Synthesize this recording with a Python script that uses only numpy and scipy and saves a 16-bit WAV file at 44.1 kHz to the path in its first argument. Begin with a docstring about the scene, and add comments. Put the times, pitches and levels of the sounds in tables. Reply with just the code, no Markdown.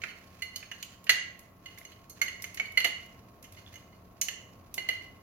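"""In a small kitchen, close to two microphones, a metal spoon stirs a drink with a large ice block in a held glass.
Spoon and ice knock on the wall: damped modes ring briefly (hand and liquid damp them) over clatter and a thud.
The spoon ticks on the ice with short bright noise and drags round the glass in tiny slips; the drink's few
bubbles ring, heavy ice bumps low modes, and ice nudges the wall. Filtered noise tails answer from the room;
behind it all a fridge hums in wavering sine lines, over coloured noise for the air."""
import sys
import numpy as np
from scipy import signal
from scipy.fft import rfft, irfft
from scipy.io import wavfile
from scipy.ndimage import uniform_filter1d

SR = 44100
rng = np.random.default_rng(int(sys.argv[2]) if len(sys.argv) > 2 else 0)


def transcribe(signal):
    """Save signal, clipped to [-1, 1], as a 16-bit WAV file at the path in sys.argv[1]."""
    frames = np.atleast_2d(signal).T
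    limited = np.clip(frames, -1, 1)
    pcm = np.round(limited * 32767).astype(np.int16)
    wavfile.write(sys.argv[1], SR, pcm)


N = 230598
T = np.arange(8192) / SR  # time within one short sound, s
HEAD = round(.02 * SR)  # samples over which a short sound's level is counted

# Knocks of spoon and ice on the glass; place is the angle from a point where every wall mode answers fully:
# start_s, level_db (before the common gain), brightness [dB per octave], place_deg,
# pitch_hz (lowest mode), ring_s (t60 before each mode's factor), chatter_s (contact decay), clatter [0-1]
KNOCKS = [(0.017, -45.5, -8.5, 75, 2297, 0.036, 0.0018, 0.55),
          (0.036, -30, -13.5, 26, 2132, 0.018, 0.0024, 0.7),
          (0.4206, -36.5, -4, 12, 2046, .035, 0.00446, 0.01), (0.559, -40, 0, 44, 2250, 0.01, 0.0036, 0.01),
          (0.627, -48.5, -12.5, 66, 2080, .024, .0037, 1), (0.7145, -38, -7, 64.6, 1997, .024, 0.0023, 0.2),
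          (0.826, -43.5, 2.5, 60.6, 2280, 0.015, .001, 0.56),
          (1.067, -43.5, -7.5, 60.5, 1870, 0.098, 0.0044, 0.84),
          (1.0932, -18.5, -5, 9.9, 1973, 0.026, 0.0048, 0.24),
          (1.658, -44.5, -6.5, 61.3, 2063, .028, 0.0045, .01),
          (1.775, -49.5, -4.5, 25, 2075, 0.024, .0031, 0.33), (1.85, -52, 0, 74, 2087, 0.023, 0.0018, .03),
          (1.918, -57.5, -1.5, 58, 2210, 0.028, 0.0062, 0.65),
          (2.096, -69, 11, 80, 2120, .07, 0.0076, 0.45), (2.215, -21, -6.5, 26.2, 2107, 0.024, .004, 0.03),
          (2.281, -36, -7.5, 66, 1990, .018, .0044, 0.02),
          (2.4405, -35.5, -3.5, 24.5, 2106, 0.022, .0009, 0.25),
          (2.572, -43.5, -4.5, 77, 2093, .04, .0027, 0.6), (2.5976, -25, -11.5, 24, 2240, .02, .001, 0.22),
          (2.655, -47.5, -6, 52, 2244, .027, .009, .02), (2.773, -20.5, -7, 15.1, 2058, .025, 0.0037, 0),
          (2.802, -34, -2.4, 59, 2090, .048, 0.0011, .82),
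          (2.8435, -24.5, -5.5, 60.8, 2060, .023, 0.0096, .37),
          (3.44, -56.5, 0, 64.6, 2090, 0.033, 0.0076, 0.53),
          (3.739, -56, -1.5, 76, 2064, 0.029, 0.0042, 0.05),
          (3.755, -52, -3.5, 70, 2073, 0.027, 0.0084, 0.22),
          (4.2131, -42, 8.5, 74.2, 2200, 0.06, 0.0024, 0.87),
          (4.2835, -34.5, -2.5, 62, 2070, 0.031, 0.0022, 0.38),
          (4.779, -33, -6, 14.5, 2060, 0.036, 0.0029, 0.06),
          (4.8874, -27.5, -5.5, 14.6, 2050, 0.028, 0.0025, 0.08)]


def knocks(level_db=2.5, hard_db=-21.5, bounce_s=.0075, bounce_db=-3):
    """Spoon and ice block hit the wall; after a very hard blow the block rebounds and strikes again."""
    out = np.zeros((2, N))
    for start_s, db, *contact in KNOCKS:
        # the share grows with the blow and stays below two thirds of bounce_db
        bounce = min(amp(bounce_db), .9) / (1.5 + np.exp(hard_db - db))
        first_blow = np.sqrt(1 - bounce ** 2) * strike(db, *contact)
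        add(out, start_s, first_blow)
        if bounce > .02:
            add(out, start_s + bounce_s, bounce * strike(db, *contact))
    return amp(level_db) * out


THUD_DB, THUD_CLATTER_DB = -22.5, 11  # thud against a clean knock, and what full clatter adds to it


def strike(db, brightness, place_deg, hz, t60, chatter_s, clatter):
    """A knock of given strength and place; the more it clatters, the more it thuds."""
    thud_db = db + THUD_DB + THUD_CLATTER_DB * clatter
    levels_db = wall_levels(db, brightness, place_deg)
    return clink(hz, t60, chatter_s, clatter, thud_db, *levels_db)


# Wall modes of the glass: pitch_hz (before the liquid's load), width_hz of the clatter round it, factor on ring_s
WALL_MODES = [(2162, 590, 1.9), (2931, 370, 2.3), (4340, 640, 2), (6417, 1470, 1.7)]
# Top modes of the glass: pitch_hz, level_db (relative), ring_s (t60)
TOP_MODES = [(9033, -4.5, 0.028), (12160, -2, 0.028), (12130, -31.5, 0.0113)]
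# Waves round the rim for each wall mode: [count]
RIM_WAVES = np.arange(2, 6)
NODE_DB = -19  # what is left of a mode struck on its node
SECOND_DB, TOP_DB = -1.5, -5  # the second mode and the top modes, against the brightness slope


def wall_levels(db, brightness, place_deg):
    """dB of the four wall modes and the top: hard contact favours high ones, a knock on a node misses one."""
    mode_hz = np.array([mode[0] for mode in WALL_MODES + TOP_MODES[:1]])
    octaves = np.log2(mode_hz / WALL_MODES[0][0])
    node = amp(NODE_DB) ** 2
    power = node + (1 - node) * np.cos(RIM_WAVES * np.radians(place_deg)) ** 2
    shape_db = 10 * np.log10(power)
    shape_db[1] += SECOND_DB
    return db + brightness * octaves + np.append(shape_db, TOP_DB)


# Short modes of spoon and ice block under each knock: pitch_hz, level_db (relative), ring_s (t60)
SPOON_MODES = [(450, -20.5, 0.058), (670, -7, 0.036), (1380, -7, 0.02), (1570, -11, .025),
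               (1760, -4, 0.025)]
# Spectrum of the dull thud: pitch_hz, level_db (relative)
THUD_COLOUR = [(100, -11.5), (350, -5), (650, 4.5), (900, -3.5), (1150, 1.5), (1400, 10), (1800, 7),
               (2300, -10), (4000, -47.5)]
# Spectrum of bright contact, for knocks and ticks: pitch_hz, level_db (relative)
EDGE_COLOUR = [(6000, -35.5), (8000, -2), (9200, 0), (11000, 3), (12400, 5.5), (14200, -2.5),
               (16000, -12.5)]


def clink(hz, t60, chatter_s, clatter, thud_db, *levels_db, rattle_s=.003, thud_s=.004, crunch_s=.007,
          rise_s=.0018, top_ring=.7, spoon_ring=.45, crunch_db=1.0, top_brevity=.8):
    """Wall modes ring out of a short broad clatter, over a dull thud of spoon and ice."""
    force = chatter(chatter_s, first=18)
    rattle = chatter(chatter_s + rattle_s)
    load = hz / WALL_MODES[0][0]  # liquid climbing the wall shifts the lowest mode most
    share = np.clip(clatter, 0, 1)
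    out = amp(crunch_db) * crunch(levels_db, chatter_s + crunch_s)
    for k, ((mode_hz, width_hz, hold), db) in enumerate(zip(WALL_MODES, levels_db)):
        loaded_hz = mode_hz * load ** (1 / (1 + 2 * k))
        ringing = np.sqrt(1 - share) * unit_head(ring(force, loaded_hz, t60 * hold))
        clattering = np.sqrt(share) * unit_head(band(rattle, loaded_hz, width_hz))
        out = out + amp(db) * unit_head(ringing + clattering)
    top_contact = unit_head(colour(chatter(top_brevity * chatter_s), EDGE_COLOUR))
    top = top_ring * modes(force, TOP_MODES) + top_contact
    dull_contact = unit_head(colour(chatter(chatter_s + thud_s), THUD_COLOUR))
    thud = spoon_ring * modes(force, SPOON_MODES) + dull_contact
    out = out + amp(levels_db[-1]) * unit_head(top) + amp(thud_db) * unit_head(thud)
    return out * -np.expm1(-T / max(rise_s, 1e-4))  # a wet contact takes a moment to close


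def crunch(levels_db, decay_s):
    """Rough ice grinds between the wall modes, its spectrum following the levels of the modes beside it."""
    between = [(mode[0], db) for mode, db in zip(WALL_MODES, levels_db)]
    low_end = (1100, levels_db[0] - 30)
    high_end = (9000, levels_db[3] - 20)
    noise = colour(chatter(decay_s), [low_end, *between, high_end])
    return noise / np.sqrt(decay_s * SR / HEAD)


def chatter(decay_s, first=0.95, own=0.91):
    """Contact force: a first blow, then dying micro-impacts that reach the two sides a little differently."""
    z = rng.standard_normal((3, len(T)))
    force = (z[0] + own * z[1:]) * np.exp(-T / max(decay_s, 2e-4))
    force[:, 0] += first
    return force


# Light touch of ice on the wall: pitch_hz (lowest mode), ring_s (t60 before each mode's factor),
# chatter_s, clatter [0-1]
NUDGE_CONTACT = (2080, 0.049, 0.015, 0.16)
NUDGES_PER_S, NUDGE_BRIGHTNESS_DB = 4.5, -5.5  # brightness per octave
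NUDGE_DB, NUDGE_RANGE_DB = 0.5, 9.0  # least level against the stirring, and the random range above it


def nudges(count=4):
    """Ice touches the wall lightly at random moments and places, its level following that of the stirring."""
    out = np.zeros((2, N))
    places = np.pi * rng.random(count)
    touches = [strike(0, NUDGE_BRIGHTNESS_DB, np.degrees(place), *NUDGE_CONTACT) for place in places]
    draws = rng.random((round(NUDGES_PER_S * N / SR), 2))
    for k, (when, size) in enumerate(draws):
        start_s = when * N / SR
        gain = stirring(start_s) * amp(NUDGE_DB + NUDGE_RANGE_DB * size)
        add(out, start_s, gain * touches[k % count])
    return out


# Bouts of stirring; the first row is the fading tail of a knock just before the start:
# start_s, length_s (before the fade), level_db (before the gains of drag and nudges)
STIR_LEVELS = [(0, 0.025, -52.5), (.1, .85, -61.5), (1.649, 0.29, -63), (2.142, 0.97, -60.5),
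               (3.513, .26, -59), (4.74, 0.23, -58.5)]
STIR_RISE_S, STIR_FADE_DB_PER_S = .03, 92.5


def stirring(t):
    """Level at times t of the opening knock's tail and the spoon's motion: each row rises, holds and fades."""
    grid = np.arange(0, N, 64) / SR
    levels = []
    for start_s, length_s, db in STIR_LEVELS:
        rise = np.clip((grid - start_s) / STIR_RISE_S, 0, 1)
        fading_s = np.maximum(grid - start_s - length_s, 0)
        levels.append(rise * amp(db - STIR_FADE_DB_PER_S * fading_s))
    return np.interp(t, grid, np.max(levels, axis=0))


# The whole ice block bumps the wall and shoves the liquid: start_s, level_db
ICE_BUMPS = [(2.5985, -55.5), (2.845, -44.5), (2.854, -45.5), (4.778, -49), (4.888, -49.5)]
# Low modes of the filled glass: pitch_hz, level_db (relative), ring_s (t60)
FILLED_GLASS_MODES = [(390, -10.5, .035), (506, -5.5, 0.024), (654, -1.5, .04), (900, -13.5, .02)]


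def bumps(contact_s=0.012):
    """A soft, heavy push rings the low modes of the filled glass."""
    out = np.zeros((2, N))
    for start_s, db in ICE_BUMPS:
        push = chatter(contact_s, first=5.0, own=0.22)
        add(out, start_s, amp(db) * unit_head(modes(push, FILLED_GLASS_MODES)))
    return out


# Light ticks of the spoon on the ice: start_s, level_db (before the edge and body gains)
ICE_TICKS = [(1.041, -40.5), (1.391, -40.5), (1.7838, -37), (2.421, -28.5), (2.544, -32.5), (2.7195, -44),
             (3.0594, -50), (3.4257, -40), (3.5218, -41), (4.7408, -25.5)]
# Spectrum of the ice's body: pitch_hz, level_db (relative)
ICE_COLOUR = [(900, -30), (2200, -2.5), (4500, -3.5), (6800, 2.5), (9000, -23), (14000, -19.5)]


def ticks(rise_s=0.00099, edge_db=-17, body_db=-20.0):
    """The spoon's edge on ice: short coloured contact noise, bright, with no ring."""
    out = np.zeros((2, N))
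    for start_s, db in ICE_TICKS:
        force = chatter(.0045) * -np.expm1(-T / max(rise_s, 1e-4))
        edge = amp(db + edge_db) * unit_head(colour(force, EDGE_COLOUR))
        body = amp(db + body_db) * unit_head(colour(force, ICE_COLOUR))
        add(out, start_s, edge + body)
    return out


# Spectrum of the spoon sliding on glass: pitch_hz, level_db (relative)
SLIDE_COLOUR = [(300, -29.5), (1100, -10.5), (1700, -4.5), (2200, -6.5), (2550, -4), (2900, -7),
                (3500, -12), (4300, -8.5), (5300, -10.5), (6450, -10), (7800, -17.5), (10500, -18),
                (12300, -18), (15500, -20.5)]
RESTING_DB = -68.5  # faint rubbing between bouts, before the drag's gain


def drag(slips_per_s=900, smooth=1.0, level_db=-2):
    """Tiny slips excite the glass in uneven clumps while the spoon slides round."""
    slips = (rng.random(N) < slips_per_s / SR) * rng.standard_normal(N)
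    grip = amp(4 * np.clip(wander(60), -2, 2))  # within 8 dB either way
    force = grip * (unit(slips) + smooth * rng.standard_normal((2, N)))
    motion = np.maximum(stirring(np.arange(N) / SR), amp(RESTING_DB))
    return amp(level_db) * motion * unit(colour(force, SLIDE_COLOUR))


# Small bubbles that the spoon releases: start_s, pitch_hz (at the start), level_db (peak, before the microphones)
BUBBLE_PINGS = [(.628, 2550, -39), (1.815, 2070, -41), (3.549, 3460, -53), (3.664, 3400, -43.5),
                (3.678, 3440, -46.5)]


def bubbles(t60=0.021, rise_per_s=5.1):
    """Each bubble rings briefly and rises in pitch as it nears the surface."""
    out = np.zeros((2, N))
    for start_s, hz, db in BUBBLE_PINGS:
        cycles = hz * T * (1 + rise_per_s * T / 2)
        ping = amp(db - 60 * T / t60) * np.sin(2 * np.pi * cycles)
        add(out, start_s, np.array([ping, ping]))
    return out


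# Lead of the right microphone: pitch_hz, phase [radians]
RIGHT_LEAD = [(100, -1), (700, 0), (1350, 2), (2100, 1), (4300, 2.5), (12000, 1.57)]
# Right microphone against the left: pitch_hz, level_db
RIGHT_BALANCE = [(300, -2), (700, -3), (1300, 8.5), (2200, 6.5), (6500, 5.5), (9000, -2.5), (12200, 5)]


def ports(x):
    """The two microphones hear the close drink with a level and phase difference that varies with pitch."""
    hz = np.fft.rfftfreq(N, 1 / SR)
    # half of each difference goes to each side
    right = amp(read(RIGHT_BALANCE, hz) / 2) * np.exp(.5j * read(RIGHT_LEAD, hz))
    return irfft(rfft(x) * np.array([1 / right, right]), N)


def kitchen(x):
    """The room's answer: three noise tails, blended by turning weights so no single tail colours every sound."""
    turn = 2 * np.pi * np.arange(N) / SR / 3.1  # one turn in 3.1 s
    weights = [np.sqrt(2 / 3) * np.cos(turn + 2 * np.pi * k / 3) for k in range(3)]
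    return sum(signal.fftconvolve(x * w, tail(), axes=1)[:, :N] for w in weights)


# Decay of the room: pitch_hz, ring_s (t60)
ROOM_DECAY = [(300, 0.26), (1000, 0.44), (2200, 0.55), (4300, 0.42), (7000, 0.47), (13000, 0.11)]
# Spectrum of the room's tail: pitch_hz, level_db (before the room gains)
ROOM_COLOUR = [(300, -2.5), (1200, -7.5), (2100, -7.5), (3000, -7), (6400, -9), (13000, -6.5)]


def tail(delay_s=0.0046, build_s=0.00092):
    """Dense reflections off cupboards and walls: noise, each band dying at its own speed."""
    hz, t, z = signal.stft(rng.standard_normal((2, SR)), SR, nperseg=256)
    decay = np.exp(-np.log(1000) * t / read(ROOM_DECAY, hz)[:, None])
    wave = signal.istft(z * decay, SR, nperseg=256)[1][:, :SR]
    onset = np.clip((np.arange(SR) / SR - delay_s) / build_s, 0, 1)
    spectrum = rfft(wave * onset)
    # even out the colour before giving the room its own
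    spectrum /= np.sqrt(uniform_filter1d(abs(spectrum) ** 2, size=120, axis=1))
    coloured = spectrum * amp(read(ROOM_COLOUR, np.fft.rfftfreq(SR, 1 / SR)))
    return irfft(coloured, SR)[:, :SR * 3 // 4]


# Fridge compressor and its ringing shell: pitch_hz, level_db (rms, before wavering)
FRIDGE_LINES = [(46.5, -72), (83, -74), (116, -71.5), (183, -68), (232, -75.5), (271, -76.5), (309, -80.5),
                (348, -79), (619, -77), (686, -73), (1083, -70), (1355, -81.5)]


def fridge(waver=0.15, drift=0.3):
    """Hum lines: sines that waver slightly in level and phase."""
    t = np.arange(N) / SR
    out = 0
    for hz, db in FRIDGE_LINES:
        level = amp(db) * np.sqrt(2) * (1 + waver * wander(14))
        phase = 2 * np.pi * (hz * t + rng.random()) + drift * wander(9)
        out = out + level * np.sin(phase)
    return out


# Spectrum of the background air: pitch_hz, level_db (density, relative)
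AIR_COLOUR = [(20, -23.5), (36, -11.5), (55, -11.5), (90, 3), (140, -6), (190, -5.5), (350, -11),
              (680, -11.5), (830, -17), (1100, -12), (1600, -25.5), (3500, -35), (8500, -46.5),
              (11500, -31), (16000, -32.5)]
# Left-right likeness of the air: pitch_hz, likeness [0-1]
AIR_LIKENESS = [(60, 0.99), (250, 0.87), (600, 0.62), (1200, 0.053), (16000, 0.074)]
# Slow swell of the low rumble, before the chance swell: start_s, level_db
RUMBLE_SWELL = [(0, 1.5), (1.099, -2), (2.3, 0.9), (5.23, 3)]
AIR_DB = -57.5  # rms before the swell
SWELL_DB, SWELL_HZ = 0.53, 2.3  # chance swell: rms depth and rate


def air(corner_hz=900, deep_hz=55):
    """Steady hiss over a rumble that swells, near mono in the bass."""
    hz = np.fft.rfftfreq(N, 1 / SR)
    a, b = rfft(rng.standard_normal((2, N)))
    same = np.clip(read(AIR_LIKENESS, hz), -1, 1)
    pair = np.array([a, same * a + np.sqrt(1 - same ** 2) * b])
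    noise = unit(irfft(pair * amp(read(AIR_COLOUR, hz)), N))
    low = irfft(rfft(noise) / (1 + (hz / corner_hz) ** 2), N)
    deep = irfft(rfft(noise) / (1 + (hz / deep_hz) ** 4), N)  # the deepest part swells the most
    slow_db = np.interp(np.arange(N) / SR, *np.transpose(RUMBLE_SWELL))
    swell = amp(slow_db + SWELL_DB * wander(SWELL_HZ))
    return amp(AIR_DB) * (noise + (swell - 1) * (low + swell * deep))


def wander(rate_hz):
    """Slow chance of rms 1: noise under a Gaussian low-pass."""
    slow = np.exp(-(np.fft.rfftfreq(N, 1 / SR) / rate_hz) ** 2)
    return unit(irfft(rfft(rng.standard_normal(N)) * slow, N))


def modes(force, table):
    """A set of damped modes struck together."""
    return sum(amp(db) * unit_head(ring(force, hz, t60)) for hz, db, t60 in table)


def ring(x, hz, t60):
    """One damped mode, as a two-pole resonator."""
    r = amp(-60 / (max(t60, .002) * SR))
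    return signal.lfilter([1, 0, -1], [1, -2 * r * np.cos(2 * np.pi * hz / SR), r * r], x)


def band(x, hz, width_hz):
    """A broad resonance with steep skirts."""
    edges = np.clip([hz - width_hz / 2, hz + width_hz / 2], 20, SR / 2 - 20)
    return signal.sosfilt(signal.butter(2, edges, "bandpass", fs=SR, output="sos"), x)


def colour(x, points):
    """Causal (minimum-phase) filter with the given dB spectrum."""
    size = 2 * x.shape[-1]
    log_gain = np.log(amp(read(points, abs(np.fft.fftfreq(size, 1 / SR)))))
    response = np.exp(np.conj(signal.hilbert(log_gain)))[:size // 2 + 1]
    return irfft(rfft(x, size) * response, size)[..., :x.shape[-1]]


def read(points, hz):
    """A table's value at each frequency, interpolated over log frequency."""
    f, value = np.transpose(points)
    return np.interp(np.log(hz + 1), np.log(f + 1), value)


def amp(db):
    """Amplitude factor of a level in dB."""
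    return 10 ** (np.asarray(db) / 20)


def unit(x):
    """Rms 1 over the whole signal."""
    return x / np.sqrt(np.mean(x ** 2) + 1e-20)


def unit_head(x):
    """Rms 1 over the first 20 ms of each channel."""
    return x / np.sqrt(np.mean(x[:, :HEAD] ** 2, axis=1, keepdims=True) + 1e-20)


def add(mix, start_s, sound):
    """Lay a short sound into the mix, cut at its end."""
    part = mix[:, max(round(start_s * SR), 0):][:, :sound.shape[1]]
    part += sound[:, :part.shape[1]]


def scene(direct_db=0.0, room_left_db=0.94, room_right_db=5.0):
    """The drink close by, the room answering from all sides, the fridge and air behind."""
    drink = knocks() + nudges() + bumps() + ticks() + drag() + bubbles()
    close = amp(direct_db) * ports(drink)
    room = amp([[room_left_db], [room_right_db]]) * kitchen(drink)
    return close + room + fridge() + air()


CUT_HZ = 16200  # upper band limit


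def record(dry, notch_hz=8350, notch_width_hz=480, notch_db=-9):
    """The microphone port cuts a notch in the treble; then the band limit."""
    hz = np.fft.rfftfreq(N, 1 / SR)
    notch = amp(notch_db * np.exp(-((hz - notch_hz) / notch_width_hz) ** 2))
    heard = irfft(rfft(dry) * notch, N)
    low_pass = signal.firwin(511, CUT_HZ, window=("kaiser", 9), fs=SR)
    return signal.oaconvolve(heard, low_pass[None], "same")


dry = scene()
out = record(dry)
transcribe(out)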